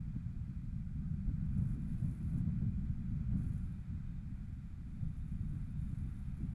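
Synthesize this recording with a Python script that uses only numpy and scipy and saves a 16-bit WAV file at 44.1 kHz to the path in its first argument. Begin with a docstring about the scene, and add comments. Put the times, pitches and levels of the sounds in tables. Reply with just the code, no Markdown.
"""Wind buffeting the microphone of an action camera on a tandem paraglider, high above wooded mountains.
Open air, no echo at all. Right on the microphone, eddies make a dull rumble, now and then a harder thump.
Close by, air rushes through the rigging, where two lines sing faintly as they shed vortices.
At times the flow grazes the camera housing with a thin hiss."""
import sys
import numpy as np
from scipy import signal
from scipy.fft import rfft, irfft, next_fast_len
from scipy.io import wavfile
from scipy.ndimage import map_coordinates

SR = 44100
rng = np.random.default_rng(int(sys.argv[2]) if len(sys.argv) > 2 else 0)


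def dump_mix(stems):
    """Bounce the given channels to the path in sys.argv[1] as a 16-bit WAV at rate SR."""
    frames = np.atleast_2d(stems).T  # one column per channel
    limited = np.clip(frames, -1, 1)  # hard clip at full scale
    pcm = np.round(limited * 32767).astype(np.int16)
    wavfile.write(sys.argv[1], SR, pcm)


N = 288414
TIME = np.arange(N) / SR

# airspeed, as the relative level of its rush: time_s, level_db
AIRSPEED_DB = [(0, -75.5), (.9, -76.5), (1.1, -76.5), (1.65, -74), (2.35, -72.5), (2.85, -75), (3.38, -73),
               (3.9, -74), (4.85, -75.5), (6.15, -73), (6.54, -73)]


def amp(db):
    """Decibels to gain."""
    return 10 ** (np.asarray(db) / 20)


def unit(x):
    """x at rms 1."""
    return x / np.sqrt(np.mean(x ** 2) + 1e-20)


def even(x, span_s):
    """x held near rms 1 over every span_s seconds."""
    window = signal.windows.hann(int(span_s * SR))
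    weight = signal.fftconvolve(np.ones(N), window, 'same')
    power = signal.fftconvolve(x ** 2, window, 'same') / weight
    return x / np.sqrt(np.abs(power) + 1e-9)


def curve(rows):
    """Rows of time_s, value as one value per sample."""
    return np.interp(TIME, *np.transpose(rows))


def wobble(rate):
    """A smooth random curve, rate knots a second."""
    return map_coordinates(rng.standard_normal(int(N * rate / SR) + 4), [TIME * rate])


def swell(centre_s, width_s):
    """A smooth bump of height 1, width_s wide at half height."""
    return np.exp2(-np.minimum((2 * (TIME - centre_s) / width_s) ** 2, 20))


def swells(rows):
    """The summed gain of rows of centre_s, width_s, level_db."""
    return sum(amp(db) * swell(centre_s, width_s) for centre_s, width_s, db in rows)


def filtered(x, response):
    """x through a gain that depends on frequency."""
    size = next_fast_len(N + 8192)
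    return irfft(rfft(x, size) * response(np.fft.rfftfreq(size, 1 / SR)), size)[:N]


def coloured(x, spectrum):
    """x shaped by rows of freq_hz, relative_db, at rms 1."""
    freq_hz, db = np.transpose(spectrum)
    return unit(filtered(x, lambda hz: amp(np.interp(np.log(hz + 1), np.log(freq_hz), db))))


def noise(spectrum):
    """Noise of rms 1 with the given spectrum."""
    return coloured(rng.standard_normal(N), spectrum)


def turbulence():
    """Rough air at the microphone: slow strength, then gust lifts of rumble, flutter and spill, in dB."""
    # slow strength: time_s, level_db
    strength = [(0, -41), (.62, -43.5), (1.0, -40), (1.25, -39.5), (1.6, -38), (1.9, -38), (2.5, -36),
                (2.92, -39), (3.38, -37.5), (3.75, -42.5), (4.25, -44), (4.7, -46.5), (5.05, -43),
                (5.9, -41), (6.2, -45.5), (6.54, -41)]
    # brief gusts and lulls: centre_s, width_s, rumble_change_db, flutter_change_db, spill_change_db
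    gusts = [(0.16, 0.033, 0, 9.5, 5), (0.225, 0.058, -2.5, -11, -7), (1.291, 0.049, 5.5, 9.5, 1),
             (1.627, 0.056, 3, 7, 11.5), (1.755, 0.086, 1, 6, -1), (1.83, 0.24, -1, 3, 3),
             (2.065, 0.087, 3, 2, 6), (2.164, 0.19, -6, 4.5, 3.5), (2.263, 0.036, 2.5, -4, 0),
             (2.368, 0.11, -0.5, 8.5, 9), (2.78, 0.18, 0, -0.5, 0.5), (3.246, 0.06, -3.5, -2, 6),
             (3.336, 0.053, 5, 1, 8), (3.43, 0.12, -0.5, 9, 6), (3.534, .06, 1.5, -3, 8),
             (3.848, 0.037, -7, -3, 0), (4.3, .5, 0.5, -4, 1.5), (4.762, .04, -6.5, 0, 0),
             (5.08, 0.041, 3.5, 5, -3), (5.195, 0.046, -0.5, -8, -2), (5.565, 0.026, 0, 8.5, 0),
             (5.73, 0.013, -11, -1, -2), (6.055, 0.033, 3, 4, 0), (6.302, 0.25, 1.5, -3, 2),
             (6.43, 0.079, 1.5, 10, 0)]
    lifts = sum(np.outer(change_db, swell(centre_s, width_s)) for centre_s, width_s, *change_db in gusts)
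    return curve(strength), *lifts


def buffeting(strength_db, lift_db):
    """Eddies rumble on the microphone; stronger gusts shift the weight from large eddies to smaller."""
    # large and middling eddies: freq_hz, relative_db
    deep_spectrum = [(8, -12), (20, 0.5), (45, -1.5), (75, 0.5), (110, -7), (160, -7.5), (220, -24),
                     (320, -44.5), (600, -86.5)]
    body_spectrum = [(30, -30.5), (70, -9.5), (110, -3), (155, -0.5), (200, -3), (240, -12), (300, -30),
                     (400, -46.5), (700, -88)]
    gust_db = strength_db - strength_db.mean()
    level_db = strength_db + lift_db + 1.03 * wobble(22)
    deep = amp(level_db - 0.36 * gust_db - 1.5) * even(noise(deep_spectrum), span_s=0.34)
    body = amp(level_db + 0.45 * gust_db - 4.0) * even(noise(body_spectrum), span_s=0.22)
    return deep + body


def thumps(rumble):
    """A passing vortex sweeps the rumble aside with one soft swing of pressure and puffs as it breaks."""
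    # large eddies striking the microphone: centre_s, swing_db, pitch_hz, puff_db
    strikes = [(0.012, -33, 120, -95), (0.108, -34.5, 145, -86), (.166, -29.5, 178, -68),
               (0.266, -30, 113, -86), (0.415, -31.5, 88, -76), (0.497, -31.5, 131, -88),
               (.638, -35.5, 144, -87), (0.765, -30, 135, -88), (1.116, -27.5, 124, -86),
               (1.143, -29.5, 140, -91), (1.283, -25.5, 55, -67.5), (1.589, -25, 147, -66),
               (1.625, -26.5, 132, -71), (1.665, -27.5, 132, -75), (1.778, -35, 170, -75),
               (2.027, -26.5, 122, -69), (2.048, -26, 137, -76), (2.379, -27.5, 175, -71),
               (2.408, -28, 138.5, -74), (2.477, -26.5, 155, -77), (2.493, -26.5, 135, -66.5),
               (2.53, -28.5, 120, -82), (2.626, -25, 131, -66), (2.642, -28, 134, -77),
               (2.668, -28, 146, -77), (2.767, -29.5, 74.6, -86), (3.357, -24, 159, -68.5),
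               (3.399, -27.5, 150, -72), (3.51, -29.5, 110, -76), (3.949, -33, 114, -86),
               (5.033, -28.5, 126, -70), (5.411, -29, 89, -86), (5.499, -34, 128, -73),
               (5.57, -33, 140, -72), (5.796, -29.5, 104, -87), (5.936, -29.5, 118, -90),
               (5.976, -31, 128, -83), (6.449, -33, 160, -77)]
    # a breaking vortex: freq_hz, relative_db
    puff_spectrum = [(200, -7), (370, 3), (560, -1), (780, -8.5), (1100, -12.5), (2000, -29), (4000, -50)]
    half_swing_cycles, half_puff_s, swept_share = 0.61, 0.019, 0.66
    swings, puffs, rumble_gain = np.zeros(N), np.zeros(N), np.ones(N)
    for centre_s, swing_db, pitch_hz, puff_db in strikes:
        near = np.abs(TIME - centre_s) < 0.1
        t = TIME[near] - centre_s
        envelope = np.exp(-(t * pitch_hz / half_swing_cycles) ** 2)  # shorter for a smaller vortex
        swings[near] += amp(swing_db) * envelope * np.sin(2 * np.pi * (t * pitch_hz + rng.random()))
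        rumble_gain[near] *= 1 - swept_share * np.sqrt(envelope)
        puffs[near] += amp(puff_db) * np.exp(-(t / half_puff_s) ** 2)
    return rumble_gain * rumble + swings + puffs * noise(puff_spectrum)


def flutter(strength_db, speed_db, flutter_lift_db, spill_lift_db):
    """The smallest eddies flutter above the rumble, more at speed; strong gusts break into breathy spill."""
    # smallest eddies and spill: freq_hz, relative_db
    small_spectrum = [(100, -24.5), (190, -5.5), (245, 1), (300, -7), (360, -15.5), (450, -29.5),
                      (700, -40.5), (1500, -88.5)]
    spill_spectrum = [(200, -12.5), (400, 0.5), (580, -1.5), (800, -5.5), (1200, -13.5), (2000, -21),
                      (4000, -44)]
    gust_db = strength_db - strength_db.mean()
    small_db = -62.5 + 0.39 * gust_db + 0.74 * speed_db + flutter_lift_db + 2.65 * wobble(26)
    small = amp(small_db) * even(noise(small_spectrum), span_s=0.18)
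    spill_db = -82 + 0.83 * gust_db + spill_lift_db + 1.1 * wobble(40)
    return small + amp(spill_db) * noise(spill_spectrum)


def rigging_rush(airspeed_db):
    """Air rushes over the harness and lines close by, with swells of a hollow tone."""
    # rush and hollow tone: freq_hz, relative_db
    rush_spectrum = [(150, -8.5), (450, -6.5), (800, -0.5), (1050, -3), (1330, 2), (1550, 2), (1790, -4),
                     (1980, -0.5), (2190, -4.5), (2430, -0.5), (2750, -12.5), (3200, -11.5), (4400, -16),
                     (5600, -24), (13000, -33.5)]
    hollow_spectrum = [(800, -35), (1150, -5.5), (1330, -1.5), (1540, -1.5), (1720, -10), (2400, -36)]
    # swells of the hollow tone: centre_s, width_s, level_db
    hollow_swells = [(.42, .6, -84), (1.08, 0.14, -77.5), (1.33, 0.28, -81.5), (1.68, 0.49, -78),
                     (2.38, 0.14, -81), (2.85, 0.4, -82.5), (3.42, 0.44, -77.5), (5.56, 0.06, -75),
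                     (6.12, 0.12, -76.5)]
    rush = amp(airspeed_db + 1.27 + 0.33 * wobble(10)) * noise(rush_spectrum)
    return rush + swells(hollow_swells) * noise(hollow_spectrum)


def housing_hiss():
    """Air keeps tearing off an edge of the housing, so its hiss flutters and sputters with tiny ticks."""
    # spells of grazing air: start_s, length_s, level_db, attack_s, release_s
    grazes = [(1.45, .015, -82, 0.011, .015), (1.5, 0.266, -78.5, 0.12, 0.011),
              (1.78, 0.63, -78.5, 0.17, 0.011), (3.37, 0.16, -77.5, .003, 0.35),
              (4.28, 0.55, -93, 0.02, 0.1), (4.85, 0.83, -84, 0.43, 0.03), (5.7, .015, -79, 0.008, 0.02),
              (5.755, .46, -81, 0.046, 0.72)]
    # hiss at the edge: freq_hz, relative_db
    hiss_spectrum = [(2000, -25), (4500, -13), (6000, -11), (7000, -6), (7800, -5.5), (8600, -9),
                     (9300, -1), (9900, 1.8), (10600, -2.5), (11400, -4), (12800, -12)]
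    ticks_per_s, tick_scatter_db, split_hz = 650, 4.5, 8600
    spells = np.zeros(N)
    for start_s, length_s, level_db, attack_s, release_s in grazes:
        rise = np.sqrt(np.clip((TIME - start_s) / attack_s, 0, 1))
        fall = np.clip(1 - (TIME - start_s - length_s) / release_s, 0, 1)
        spells += amp(level_db) * rise * fall
    tick_sizes = amp(tick_scatter_db * np.minimum(rng.standard_normal(N), 2)) * rng.choice([-1, 1], N)
    ticks = coloured(tick_sizes * (rng.random(N) < ticks_per_s / SR), hiss_spectrum)
    sputter = unit(amp(1.3 * wobble(26) + 1.8 * wobble(220)))
    hiss = amp(-2.5) * ticks + amp(-4.5) * noise(hiss_spectrum)
    low = filtered(hiss, lambda hz: hz < split_hz)
    low_flutter = amp(1.2 * wobble(20))  # the lower part also flutters on its own
    return spells * sputter * (hiss - low + low * low_flutter)


def aeolian_tone(speed_db, pitch_hz, width_hz, bend_per_db):
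    """Vortices shed by a line: a narrow band of noise, even in strength, whose pitch rises with speed."""
    phase = 2 * np.pi * np.cumsum(pitch_hz * (1 + bend_per_db * speed_db)) / SR
    drifts = [filtered(rng.standard_normal(N), lambda hz: 1 / (1 + (hz / width_hz) ** 2)) for _ in range(2)]
    return even(drifts[0] * np.cos(phase) + drifts[1] * np.sin(phase), span_s=0.32)


def line_hum(airspeed_db, speed_db):
    """A thick line sheds vortices slowly and hums under the rush."""
    gain = amp(airspeed_db - 15.5 + 1.5 * wobble(1.4))
    return gain * aeolian_tone(speed_db, pitch_hz=714, width_hz=16, bend_per_db=0.002)


def line_whistle(speed_db):
    """A thin line sheds vortices fast and whistles faintly, a clear core in a little breath."""
    # swells of the whistle: centre_s, width_s, level_db
    whistle_swells = [(1.95, .9, -95), (3.74, .42, -92.5), (4.12, .3, -92), (4.55, .35, -100),
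                      (4.9, .45, -94.5), (5.27, .38, -91.2), (5.8, .55, -90.5), (6.25, .5, -91.8)]
    pitch_hz = 3668
    local_speed_db = speed_db + 2 * wobble(7)
    core = amp(-3.3) * aeolian_tone(local_speed_db, pitch_hz, width_hz=18, bend_per_db=0.001)
    breath = amp(-2.7) * aeolian_tone(local_speed_db, pitch_hz, width_hz=80, bend_per_db=0.001)
    return swells(whistle_swells) * amp(wobble(9)) * (core + breath)


def microphone_hiss():
    """The microphone's own faint, steady noise."""
    # noise floor: freq_hz, relative_db
    floor_spectrum = [(1000, 1.5), (3000, 0.5), (4500, 3), (6000, 1), (7500, 3), (8800, -1.5),
                      (10000, -0.5), (13000, -5)]
    return amp(-83) * noise(floor_spectrum)


def scene():
    """All the wind at one microphone, in mono, over its own faint hiss."""
    floor = microphone_hiss()
    airspeed_db = curve(AIRSPEED_DB)
    speed_db = airspeed_db - airspeed_db.mean()  # above or below the mean airspeed
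    strength_db, rumble_lift_db, flutter_lift_db, spill_lift_db = turbulence()
    wind = thumps(buffeting(strength_db, rumble_lift_db))
    wind += flutter(strength_db, speed_db, flutter_lift_db, spill_lift_db)
    rigging = rigging_rush(airspeed_db) + line_hum(airspeed_db, speed_db) + line_whistle(speed_db)
    return (wind + rigging + housing_hiss() + floor)[None]


def record(dry):
    """The camera keeps nothing above its band limit; the ends are eased in and out."""
    top_hz, fade_s = 12800, 0.008
    ends = np.clip(np.minimum(TIME, TIME[-1] - TIME) / fade_s, 0, 1)
    return np.array([filtered(channel * ends, lambda hz: hz < top_hz) for channel in dry])


dry = scene()
out = record(dry)
dump_mix(out)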